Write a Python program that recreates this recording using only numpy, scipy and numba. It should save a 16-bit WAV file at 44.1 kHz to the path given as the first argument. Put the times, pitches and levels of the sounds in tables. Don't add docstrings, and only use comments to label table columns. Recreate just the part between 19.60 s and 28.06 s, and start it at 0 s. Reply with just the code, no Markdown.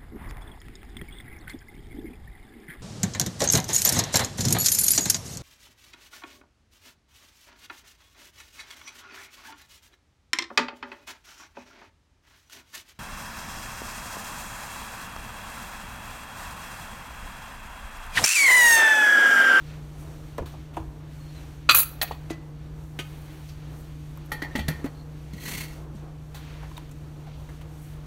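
import sys
import numpy as np
from scipy import signal
from scipy.fft import rfft, irfft, next_fast_len
from scipy.io import wavfile
from scipy.ndimage import uniform_filter1d
from numba import njit

SR = 44100
rng = np.random.default_rng(int(sys.argv[2]) if len(sys.argv) > 2 else 0)


def log_audio(samples):
    frames = np.atleast_2d(samples).T
    limited = np.clip(frames, -1, 1)
    pcm = np.round(limited * 32767).astype(np.int16)
    wavfile.write(sys.argv[1], SR, pcm)


def volts_from_db(level):
    exponent = np.asarray(level, float) / 20
    return 10 ** exponent


N = 373084
TIME_S = np.arange(N) / SR
HARDER_DB = 1.77


def level(x, db):
    return x * volts_from_db(db) / np.sqrt(np.mean(x ** 2) + 1e-30)


def shaped(x, gain):
    size = next_fast_len(len(x))
    hz = np.arange(size // 2 + 1) * SR / size + 1
    return irfft(rfft(x, size) * gain(hz), size)[:len(x)]


def colour(x, points):
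    hz, db = np.transpose(points)
    return shaped(x, lambda f: volts_from_db(np.interp(np.log(f), np.log(hz), db)))


def walk(rate_hz):
    k = int(SR / rate_hz)
    steps = np.repeat(rng.standard_normal(N // k + 1), k)
    return level(uniform_filter1d(uniform_filter1d(steps, k), k)[:N], 0)


def curves(table):
    s, *columns = np.transpose(table)
    return [np.interp(TIME_S, s, c) for c in columns]


def decay(t_s, t60_s):
    return np.exp(-np.log(1000) * t_s / t60_s)


def damped_after(s, fade_s):
    return np.exp(-np.maximum(TIME_S - s, 0) / fade_s)


def landing_db(hz, hard_db, spot_hz):
    return hard_db * np.log2(hz / 1500) + 9 * np.exp(-(np.log2(hz / spot_hz) / .35) ** 2)


def ring(modes, hard_db, spot_hz, share, longest_s, t_s, rough=0):
    hz, db, t60_s = np.transpose(modes)[:, :, None]
    luck = rng.standard_normal((3, len(modes), 1))
    fade = decay(t_s, np.clip(share * np.minimum(t60_s, longest_s), .005, 2))
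    gain = volts_from_db(db + landing_db(hz, hard_db, spot_hz)) * volts_from_db(1.5 * luck[0])
    tone = np.sin(2 * np.pi * (hz + 6 * luck[1]) * t_s)
    twin = np.sin(2 * np.pi * (hz + (30 + .003 * hz) * luck[2]) * t_s)
    y = np.sum(gain * fade * (tone + rough * twin), axis=0)
    return y / np.max(np.abs(y))


def blows(hits, modes, crack, longest_s, stiff_db, push_s=0.00026):
    out = np.zeros(N + SR)
    points, t60_s = crack
    for s, db, share, spot_hz, *crack_db in hits:
        noise = rng.standard_normal(SR // 2)
        t_s = np.arange(int(SR * np.clip(share * max(t60_s, longest_s), .1, .5))) / SR
        hard_db = stiff_db + HARDER_DB * np.log2(spot_hz / 2000)
        burst = colour(noise[:len(t_s)], points)
        burst = shaped(burst, lambda f: volts_from_db(landing_db(f + 99, hard_db, spot_hz)))
        y = level(burst, sum(crack_db)) * decay(t_s, np.clip(t60_s * share, .004, 2))
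        if modes:
            y += ring(modes, hard_db, spot_hz, share, longest_s, t_s, rough=.45)
        start = int(s * SR)
        out[start:start + len(t_s)] += volts_from_db(db) * y * (1 - np.exp(-t_s / push_s))
    return out[:N]


# pitch in Hz, level in dB, wander in Hz.
FAN_LINES = [(63.3, -46, 2.53), (150.7, -41, 1.2), (311, -62.5, 4), (463, -64.5, 3)]
# frequency in Hz, density in dB per Hz.
RUMBLE_COLOUR = [(8.8, -43), (15, -8.5), (42, 3.5), (77, 0), (103, -2), (167, -5.5), (190, -18), (301, -6),
                 (331, -9), (400, -35.5), (920, -120)]


def fan():
    out = level(colour(rng.standard_normal(N), RUMBLE_COLOUR), -45)
    for hz, db, wander_hz in FAN_LINES:
        gain = volts_from_db(db + 2 + 0.79 * wander_hz * walk(10))
        out += gain * np.sin(2 * np.pi * np.cumsum(hz + wander_hz * walk(10)) / SR)
    return out


# frequency in Hz, density in dB per Hz.
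STEAM_COLOUR = [(210, -12.5), (350, -3), (800, -7.5), (1120, -11), (2000, -18.5), (3240, -21.5),
                (15300, -31), (16500, -57)]
REGION_EDGES_HZ = 1610, 5250
# level at rest in dB, dB per dB of bustle.
REGION_LEVELS = [(-55, 0.19), (-61.5, 1), (-67, 0.62)]
# time in seconds, level in dB.
BUSTLE_DB = [(0, -59), (.45, -56.5), (1.3, -64.5), (1.75, -55), (2.05, -60), (2.35, -55), (2.75, -63),
             (3.34, -63.5), (3.55, -57), (4.2, -57), (4.55, -62.5), (5, -53), (5.5, -62), (6.05, -56),
             (6.6, -62.5), (6.9, -53.5), (7.3, -61.5), (8.46, -59.5)]


def hiss():
    rest_db = -59.5
    grains = rng.standard_normal(N) * volts_from_db(0.58 * rng.exponential(size=N))
    noise = colour(grains, [(200, -55.0)] + STEAM_COLOUR)
    low, low_mid = [shaped(noise, lambda f: 1 / (1 + (f / hz) ** 6)) for hz in REGION_EDGES_HZ]
    bustle_db = curves(BUSTLE_DB)[0] - rest_db
    out = np.zeros(N)
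    for part, (db, share) in zip((low, low_mid - low, noise - low_mid), REGION_LEVELS):
        out += level(part, 0) * volts_from_db(db + share * bustle_db + 1.8 * walk(12))
    return out


# start in seconds, level in dB, length share, favoured Hz.
TICK_HITS = [(.349, -66, 8, 9000), (.857, -46, 3.4, 3850), (.919, -55, 1, 6000), (1.136, -52.5, 3.9, 3200),
             (4.574, -43, 0.46, 1200), (5.242, -38.5, 1.1, 2113), (5.259, -34, 0.82, 602),
             (6.744, -42, 2.7, 3950), (6.746, -47, .6, 1260), (7.028, -44.5, 1.2, 1012),
             (7.292, -51, .5, 3300), (7.114, -37, 0.3, 1106), (7.168, -43, 0.51, 3740),
             (7.178, -49, 0.35, 3500), (7.312, -47, 0.57, 7240), (7.665, -47, 1.9, 750),
             (7.889, -46.5, 1.1, 1930), (8.011, -48, 0.93, 3020), (8.44, -50, 1.3, 1066)]
# start in seconds, peak in dB, length share, favoured Hz.
SNAP_HITS = [(4.32, -55, 0.09, 7000), (4.407, -50, .12, 4300), (4.555, -53, 0.073, 11000),
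             (4.564, -49, .07, 13000), (4.574, -41, 0.077, 13000), (4.653, -51, .07, 13000),
             (4.66, -44, 0.08, 11700), (4.668, -50, .07, 12000), (4.695, -52, .07, 10500),
             (4.708, -48, .07, 11000), (4.805, -52, .07, 12500), (5.242, -53, .2, 9000),
             (5.258, -47, 0.27, 12000), (5.735, -42, 0.12, 6160), (7.178, -30, 0.093, 3650),
             (.7805, -33, 0.18, 2600), (1.1672, -37, .15, 2900), (2.4143, -19, 0.086, 4000),
             (2.511, -36, .15, 1100)]
# rows of frequency in Hz and dB per Hz, then t60 in seconds.
TICK_NOISE = ([(290, -43), (500, -4.5), (952, 0.5), (1840, -6), (3710, -15), (15300, -22), (16500, -40)],
               0.097)


def ticks():
    soft = blows(TICK_HITS, [], TICK_NOISE, .1, stiff_db=0.5, push_s=0.0012)
    return soft + blows(SNAP_HITS, [], TICK_NOISE, .1, stiff_db=1.0)


# centre in
# seconds, half length in seconds, level in dB, centre Hz.
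NOISE_SWELLS = [(0.41, 0.031, -59, 9000), (2.2, 0.0621, -60.5, 9200), (3.62, 0.3, -61.5, 10900),
                (4.19, .087, -63, 11000), (2.2, 0.012, -38.5, 12000), (2.185, 0.045, -29.5, 11000),
                (7.04, .05, -57.5, 1400), (7.75, 0.17, -62, 3000), (2.709, 0.0096, -45, 7100),
                (5.921, 0.051, -48, 7400), (6.368, 0.027, -64, 5800), (6.898, 0.13, -58, 2300),
                (8.272, 0.1, -60.5, 10000)]


def noise_swells():
    grainy = rng.standard_normal(N) * volts_from_db(1.9 * walk(120))
    out = np.zeros(N)
    for s, half_s, db, hz in NOISE_SWELLS:
        band = shaped(grainy, lambda f: np.exp(-np.log2(f / hz) ** 2 / .7))
        out += level(band, db) * np.exp(-((TIME_S - s) / half_s) ** 2)
    return out


# start in seconds, peak in dB, ring length share, favoured Hz, crack in dB.
TAP_HITS = [
    (.7835, -33.5, 0.52, 646, 10.5),
    (.819, -44, 0.99, 410, 8),
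    (.938, -47, 0.5, 795, 7.5),
    (1.17, -33, 0.47, 890, 8),
    (1.199, -46, 1, 880, 4),
    (2.51, -36.5, 0.53, 970, 7),
]
# mode in Hz, level in dB, t60 in seconds.
POT_MODES = [(650, 5, .07), (1280, -7, .15), (2520, -4, 0.026), (4000, -32, .083)]
# rows of frequency in Hz and dB per Hz, then t60 in seconds.
WOOD_NOISE = ([(120, -40), (200, 5), (997, -5), (1900, -19.5), (4130, -33), (5160, -37), (11600, -46),
               (16500, -59.5)], 0.15)


def spoon_taps():
    return blows(TAP_HITS, POT_MODES, WOOD_NOISE, 0.072, stiff_db=4.5)


# start in seconds, peak in dB, pitch in Hz, t60 in
# seconds.
THUD_HITS = [(0.82, -26, 374, 0.047), (0.81, -24.5, 79.5, 0.19), (1.169, -31, 320, 0.24),
             (1.199, -30, 88.5, 0.17), (1.277, -30.5, 65.5, 0.47), (2.117, -34, 105.4, 0.6),
             (2.101, -28.5, 319, 0.14), (2.706, -18.5, 320, 0.072), (2.703, -41.5, 1985, 0.31),
             (7.167, -37, 3750, 0.053), (7.179, -30, 970, 0.032), (3.392, -31, 284, 0.039),
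             (4.822, -26, 302, 0.12), (4.9524, -16.5, 261, 0.081), (4.977, -23.5, 209, 0.21),
             (4.997, -25.5, 63.9, 0.98), (5.085, -16, 150.5, 0.17), (5.09, -26.5, 279, 0.106),
             (5.244, -15.5, 268, 0.077), (5.25, -35, 470, 0.13), (5.734, -29.5, 190, 0.11),
             (6.349, -31.5, 205, 0.091)]


def thuds():
    out, t_s = np.zeros(N + SR), np.arange(SR // 2) / SR
    for s, db, hz, t60_s in THUD_HITS:
        modes = [(hz, 0, t60_s), (1.3 * hz, -7, 0.98 * t60_s), (1.5 * hz, -12, .5 * t60_s)]
        y = ring(modes, 0, hz, 0.93, 0.92, t_s)
        start = int(s * SR)
        out[start:start + len(t_s)] += volts_from_db(db) * y * (1 - np.exp(-t_s / 0.00069))
    return out[:N]


# time in seconds, pitch in Hz, level in dB.
LEAF_SQUEAK = [
    (1.57, 4300, -80),
    (1.6, 4290, -64),
    (1.74, 4290, -63),
    (1.765, 4050, -59),
    (1.795, 3950, -58),
    (1.808, 3900, -85),
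]


def leaf_squeak():
    hz, db = curves(LEAF_SQUEAK)
    gain = volts_from_db(db + 3 * walk(120)) * (db > -79)
    return gain * np.sin(2 * np.pi * np.cumsum(hz + 70 * walk(400)) / SR)


# start in seconds, peak in dB, ring length share, favoured Hz, crack in dB.
DROP_HITS = [(2.0905, 1.5, 0.41, 1345, -9), (2.094, 2, 0.82, 2750, -8.5), (2.097, -9, 0.56, 4410, -7),
             (2.1085, -8.5, 0.4, 4490, -1.5), (2.113, -8, .36, 1396, -9.5), (2.119, -12, 0.32, 2507, -1.5),
             (2.145, -4, 0.24, 1300, -10), (2.15, -9, 0.5, 2546, -12.5), (2.167, -23.5, .5, 3650, -4),
             (2.186, -23.5, .6, 1260, -3), (2.199, -20.5, .6, 4500, -5), (2.222, -27.5, .7, 2620, -6.5)]
# mode in Hz, level in dB, t60 in seconds.
COUNTER_MODES = [(673, -17, .15), (1248, -11, .09), (1298, -6, .11), (1360, -5, .09), (1580, -3, .14),
                 (2100, -14.5, .15), (2488, -2, .18), (2526, -3, .18), (3052, -12.5, .06), (3368, -13, .1),
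                 (3614, -11, .11), (4005, -2, .13), (4560, -7, .14)]
# rows of frequency in Hz and dB per Hz, then t60 in seconds.
STONE_NOISE = ([(120, -54.5), (200, -20.5), (860, -17.5), (1270, 2), (2290, -17), (2510, -16), (4700, -7),
                (5350, -35.5), (5980, -18), (13500, -37.5), (16500, -36.5)], 0.1)


def spoon_drop():
    return blows(DROP_HITS, COUNTER_MODES, STONE_NOISE, 0.19, stiff_db=1.0)


# start in seconds, peak in dB, ring length share, favoured Hz, crack in dB.
JINGLE_HITS = [(2.094, -18, .15, 9000, 1), (2.110, -21, 3, 12500, -1), (2.1475, 4, 1.6, 13000, -15),
               (2.165, -13.5, 1.9, 7000, -11), (2.1735, -1, .8, 11230, -14.5),
               (2.1866, -2, 1.4, 11880, -13.5), (2.198, -9.5, .9, 13300, -14.5),
               (2.209, -11.5, 0.68, 13330, -11.5), (2.219, -14.5, 0.72, 11100, -11),
               (2.231, -17.5, 0.67, 12500, -6.5)]
SMALLEST_HITS = [
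    (2.154, -15, 1.6, 15600, -18),
    (2.182, -12, 1.2, 15600, -14),
    (2.19, -14, 1, 15000, -12),
    (2.2, -18.5, 1, 14500, -12.5),
]
LATER_HITS = [
    (2.417, -24.5, 0.55, 11100, -8),
    (2.4205, -18, 0.89, 12700, -5.5),
    (2.4245, -18, .6, 14500, -6),
    (2.4285, -16, .6, 12000, -8),
    (2.434, -21.5, .6, 13500, -5.5),
]
# mode in Hz, level in dB, t60 in seconds.
TRINKET_MODES = [(6940, -15, .14), (8590, -14, .22), (9868, -15, .2), (11140, -10, .2), (11205, -4, .16),
                 (11883, -5, .14), (11965, -4, .14), (12730, -16, .14), (13040, -16, .1), (13312, -5, .16),
                 (13542, 1, .1), (13480, -6, .1)]
# mode in Hz, level in dB, t60 in seconds.
SMALLEST_MODES = [(14080, -7, .17), (14500, -8, .17), (14720, -9, .17), (15000, -8, .17), (15646, 5, .2)]
# rows of frequency in Hz and dB per Hz, then t60 in seconds.
TRINKET_NOISE = ([(290, -51.5), (500, -19.5), (2540, -11.5), (4550, -14.5), (4970, -18.5), (6760, -10),
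                  (13200, -9.5), (15800, -8.5), (16500, -22)], 0.06)


def jingle():
    first = blows(JINGLE_HITS, TRINKET_MODES, TRINKET_NOISE, 0.26, stiff_db=-6.5)
    first += blows(SMALLEST_HITS, SMALLEST_MODES, TRINKET_NOISE, .26, stiff_db=-2.0)
    again = blows(LATER_HITS, TRINKET_MODES + SMALLEST_MODES, TRINKET_NOISE, .26, stiff_db=-4.5)
    return damped_after(2.238, .008) * first + damped_after(2.441, .006) * again


# start in seconds, peak in dB, ring length share, favoured Hz, crack in dB.
SETTLE_HITS = [
    (2.4145, -12.5, 0.3, 3720, -6.5),
    (2.4155, -24, .3, 1900, -7),
    (2.421, -21, 0.63, 2460, -7),
    (2.429, -25.5, 0.49, 760, -0.5),
    (2.477, -41, 0.53, 2500, 0),
    (2.516, -34.5, 1, 3230, -10),
    (2.7, -41, 1.03, 390, 4.5),
    (2.703, -46, 1.6, 1960, -10.5),
    (2.729, -45, 0.48, 5510, -4),
]
# mode in Hz, level in dB, t60 in seconds.
SETTLE_MODES = [(320, -17, .21), (716, 1.5, 0.18), (1265, -1, 0.17), (1360, -10, 0.092), (1890, 7, 0.16),
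                (2510, -2, .2), (3200, -11, .09), (3840, -2, 0.065), (4470, 4, 0.081), (6800, -9, .12),
                (8110, -5, .08), (9450, -12, .08)]
# rows of frequency in Hz and dB per Hz, then t60 in seconds.
SETTLE_NOISE = ([(180, -59), (300, -42), (682, -8.5), (923, -9), (4460, -6.5), (9980, -24), (10900, -18),
                 (14700, -19), (16500, -31)], 0.14)


def spoon_settle():
    return blows(SETTLE_HITS, SETTLE_MODES, SETTLE_NOISE, 0.16, stiff_db=-1.5)


# start in seconds, peak in dB, ring length share, favoured Hz, crack in dB.
LIFT_HITS = [
    (3.3895, -25, 1.2, 2320, -3.5),
    (3.396, -27.5, 2, 3140, -9),
    (3.889, -47.5, 2.4, 5150, -1.5),
]
# mode in Hz, level in dB, t60 in seconds.
RIM_MODES = [(1250, -3, 0.29), (1504, 2.5, 0.15), (2180, -7, 0.22), (2500, -9, 0.29), (2815, -8, .12),
             (2880, 1, .1), (3120, -7, 0.1), (3170, 3, 0.066), (3620, -12, .12), (4590, -3, 0.13),
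             (4710, -9, .12), (5700, -20, .1), (6500, -16, .12), (6638, -15, .14)]
# rows of frequency in Hz and dB per Hz, then t60 in seconds.
LIFT_NOISE = ([(180, -49), (300, -0.5), (1480, -18), (1660, -7.5), (3240, -8), (13700, -18.5),
               (16500, -23.5)], 0.068)


def lid_lift():
    return blows(LIFT_HITS, RIM_MODES, LIFT_NOISE, 0.24, stiff_db=-2.1)


# start in seconds, peak in dB, ring length share, favoured Hz, crack in dB.
CLATTER_HITS = [(4.7178, -15, 1.02, 1400, -18), (4.7195, -27, 0.84, 12000, -8),
                (4.722, -37, 0.54, 3250, -14), (4.819, -24, 0.43, 1460, -9),
                (4.822, -20.5, 0.76, 1900, -20), (4.823, -25.5, 0.39, 4060, -10),
                (4.836, -21.5, 0.51, 1880, -27), (4.848, -24.5, 0.53, 880, -22),
                (4.9525, -22, 0.75, 930, -11), (4.954, -21, 1.1, 1860, -12), (4.955, -23, 0.54, 4150, -12),
                (4.958, -21.5, 0.84, 3200, -11.5), (4.978, -40, .5, 9000, -2),
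                (4.989, -21.5, 0.79, 920, -12), (4.992, -23, 0.95, 3160, -12.5),
                (5.082, -21.5, 0.27, 4330, -4.5), (5.083, -23.5, 0.66, 12500, -6),
                (5.086, -24, 1.04, 1880, -7.5), (5.103, -27, 1.3, 2240, -11)]
# mode in Hz, level in dB, t60 in seconds.
LID_MODES = [(860, -3, .17), (1245, -13, .1), (1340, -8, .1), (1826, -12, .9), (1880, -6, .22),
             (1910, 0, .15), (1990, -11, .25), (2140, -11, .25), (2375, -8, .2), (2610, -15, .2),
             (3160, -11, .2), (3260, -13, .15), (3380, -14, .22),
             (3780, -18, .15), (4000, -17, .2), (4210, -11, .22), (4400, -14, .27), (4550, -12, .15),
               (5230, -23, .1), (5500, -17, .15), (6275, -18, .1), (7000, -24, .15), (7460, -22, .16),
               (8850, -22, .1), (9840, -24, .15),
             (8400, -24, .15), (9520, -24, .2), (11010, -24, .17), (11450, -22, .2), (11950, -19, .13),
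              (12720, -24, .17), (13250, -20, .12), (14300, -21, .15), (14750, -21, .13), (15000, -20, .08),
              (15490, -20, .07)]
# rows of frequency in Hz and dB per Hz, then t60 in seconds.
STEEL_NOISE = ([(200, 1), (400, 4.5), (900, -6.5), (1900, -10), (3590, -15), (5100, -18), (13000, -28),
                (16500, -38)], 0.12)


def lid_clatter():
    modes = LID_MODES
    return damped_after(5.242, .02) * blows(CLATTER_HITS, modes, STEEL_NOISE, .9, stiff_db=0.6)


# start in seconds, peak in dB, ring length share, favoured Hz, crack in dB.
CATCH_HITS = [(5.247, -42, .6, 2300, -14), (5.262, -40, .5, 2300, -14), (5.277, -38, .3, 2300, -16),
              (5.35, -49, .6, 4250, -14), (5.372, -50, .6, 4250, -14), (5.396, -47, .4, 4250, -14),
              (5.412, -49, .3, 4250, -14), (5.782, -39, .6, 1750, -16), (5.802, -41, .3, 4120, -12),
              (5.826, -44, .3, 2100, -10), (5.855, -42, .4, 4150, -14), (5.861, -34, .5, 1750, -16),
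              (5.875, -33, .3, 1750, -16), (5.903, -37, .5, 4150, -12), (5.918, -38, .3, 4200, -8),
              (5.98, -39, .4, 4450, -8), (6.003, -39, .3, 4450, -10), (6.022, -39, .5, 2150, -14),
              (6.036, -38, .25, 2150, -14), (6.105, -46, .4, 2150, -10)]
# mode in Hz, level in dB, t60 in seconds.
SEATED_MODES = [(1930, 0, .2), (2150, 0, .2), (3200, -8, .2), (4170, 0, .2), (4320, -3, .2), (4470, -3, .2)]


def lid_catches():
    return blows(CATCH_HITS, SEATED_MODES, STEEL_NOISE, .2, stiff_db=0)


# time in seconds, rub level in dB, share of ringing in dB.
TURN_LEVELS = [
    (5.72, -79, -7),
    (5.736, -52, 4),
    (5.764, -57, -5),
    (5.86, -38.5, -0.5),
    (5.92, -36, -5),
    (5.99, -37, -5),
    (6.045, -43, -1),
    (6.09, -53.5, 0),
    (6.25, -78, 2),
]
# frequency in Hz, density in dB per Hz.
RUB_COLOUR = [(240, -1), (640, -14), (1630, -12.5), (2030, -7), (2930, -11.5), (4240, -15.5),
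              (13500, -14.5), (15700, -18), (16500, -45)]
# mode in Hz, level in dB.
HELD_MODES = [(1960, 0), (2150, -5), (4150, -5), (4420, -13), (3250, -8), (2700, -13), (6290, -14)]


def lid_turn():
    db, ringing_db = curves(TURN_LEVELS)
    slips = rng.standard_normal(N) * volts_from_db(2.2 * rng.exponential(size=N) + 2.2 * walk(160))
    shift_db = 30 * np.clip(TIME_S - TURN_LEVELS[3][0], -.2, .2)
    dome = np.zeros(N)
    for k, (hz, mode_db) in enumerate(HELD_MODES):
        tone = signal.lfilter(*signal.iirpeak(hz, 35, fs=SR), slips)
        dome += volts_from_db(mode_db) * tone * volts_from_db(1.5 * walk(30) - (-1) ** k * shift_db)
    turning = np.interp(TIME_S, [5.7, 5.73, 6.2, 6.3], [0, 1, 1, 0])
    rub = level(colour(slips, RUB_COLOUR), 0)
    return turning * volts_from_db(db) * (rub + volts_from_db(ringing_db) * level(dome, 0))


# centre in Hz, t60 in seconds.
ECHO_T60_S = [(250, .45), (1300, .45), (4000, .38), (12000, .3)]


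def room(x):
    t_s, tail = np.arange(SR) / SR, 0
    for hz, t60_s in ECHO_T60_S:
        band = shaped(rng.standard_normal(SR), lambda f: np.exp(-np.log2(f / hz) ** 2 / 1.1))
        tail = tail + band * decay(t_s, t60_s) * (1 - np.exp(-t_s / 0.0042))
    return signal.fftconvolve(x, volts_from_db(-16) * tail / np.sqrt(np.sum(tail ** 2)))[:N]


def scene():
    spoon = spoon_taps() + leaf_squeak() + spoon_drop() + jingle() + spoon_settle()
    lid = lid_lift() + lid_clatter() + lid_catches() + lid_turn()
    near = ticks() + noise_swells() + thuds() + spoon + lid
    return (near + room(near) + fan() + hiss())[None]


def causal(db):
    c = irfft(db * np.log(10) / 20)
    half = len(c) // 2
    folded = np.concatenate([c[:1], 2 * c[1:half], c[half:half + 1], 0 * c[half + 1:]])
    return np.exp(rfft(folded))


@njit
def follow(x, attack, release):
    e, out = 0., np.empty(len(x))
    for i in range(len(x)):
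        e += (abs(x[i]) - e) * (attack if abs(x[i]) > e else release)
        out[i] = e
    return out


def low_pass(x):
    return signal.sosfilt(signal.butter(12, 16860, fs=SR, output="sos"), x)


# centre in Hz, width in Hz, gain in dB.
NARROW_BANDS = [(5030, 160, -6.5), (5900, 90, 4), (6500, 90, 4), (10450, 280, -6)]


def record(dry):
    def narrow_db(f):
        return sum(db * np.exp(-((f - hz) / width_hz) ** 2) for hz, width_hz, db in NARROW_BANDS)

    def top_db(f):
        return -30 / (1 + np.exp(np.clip((15900 - f) / 40, -50, 50)))

    x = shaped(dry[0], lambda f: causal(narrow_db(f)))
    heard = follow(x, 1 / (0.0038 * SR), 1 / (.12 * SR))
    x = x * np.minimum(1, volts_from_db(-22.5) / (heard + 1e-9)) ** 0.17
    x = x / (1 + x ** 4) ** (1 / 4)
    x = shaped(x, lambda f: causal(top_db(f)))
    return low_pass(x[None])


dry = scene()
out = record(dry)
log_audio(out)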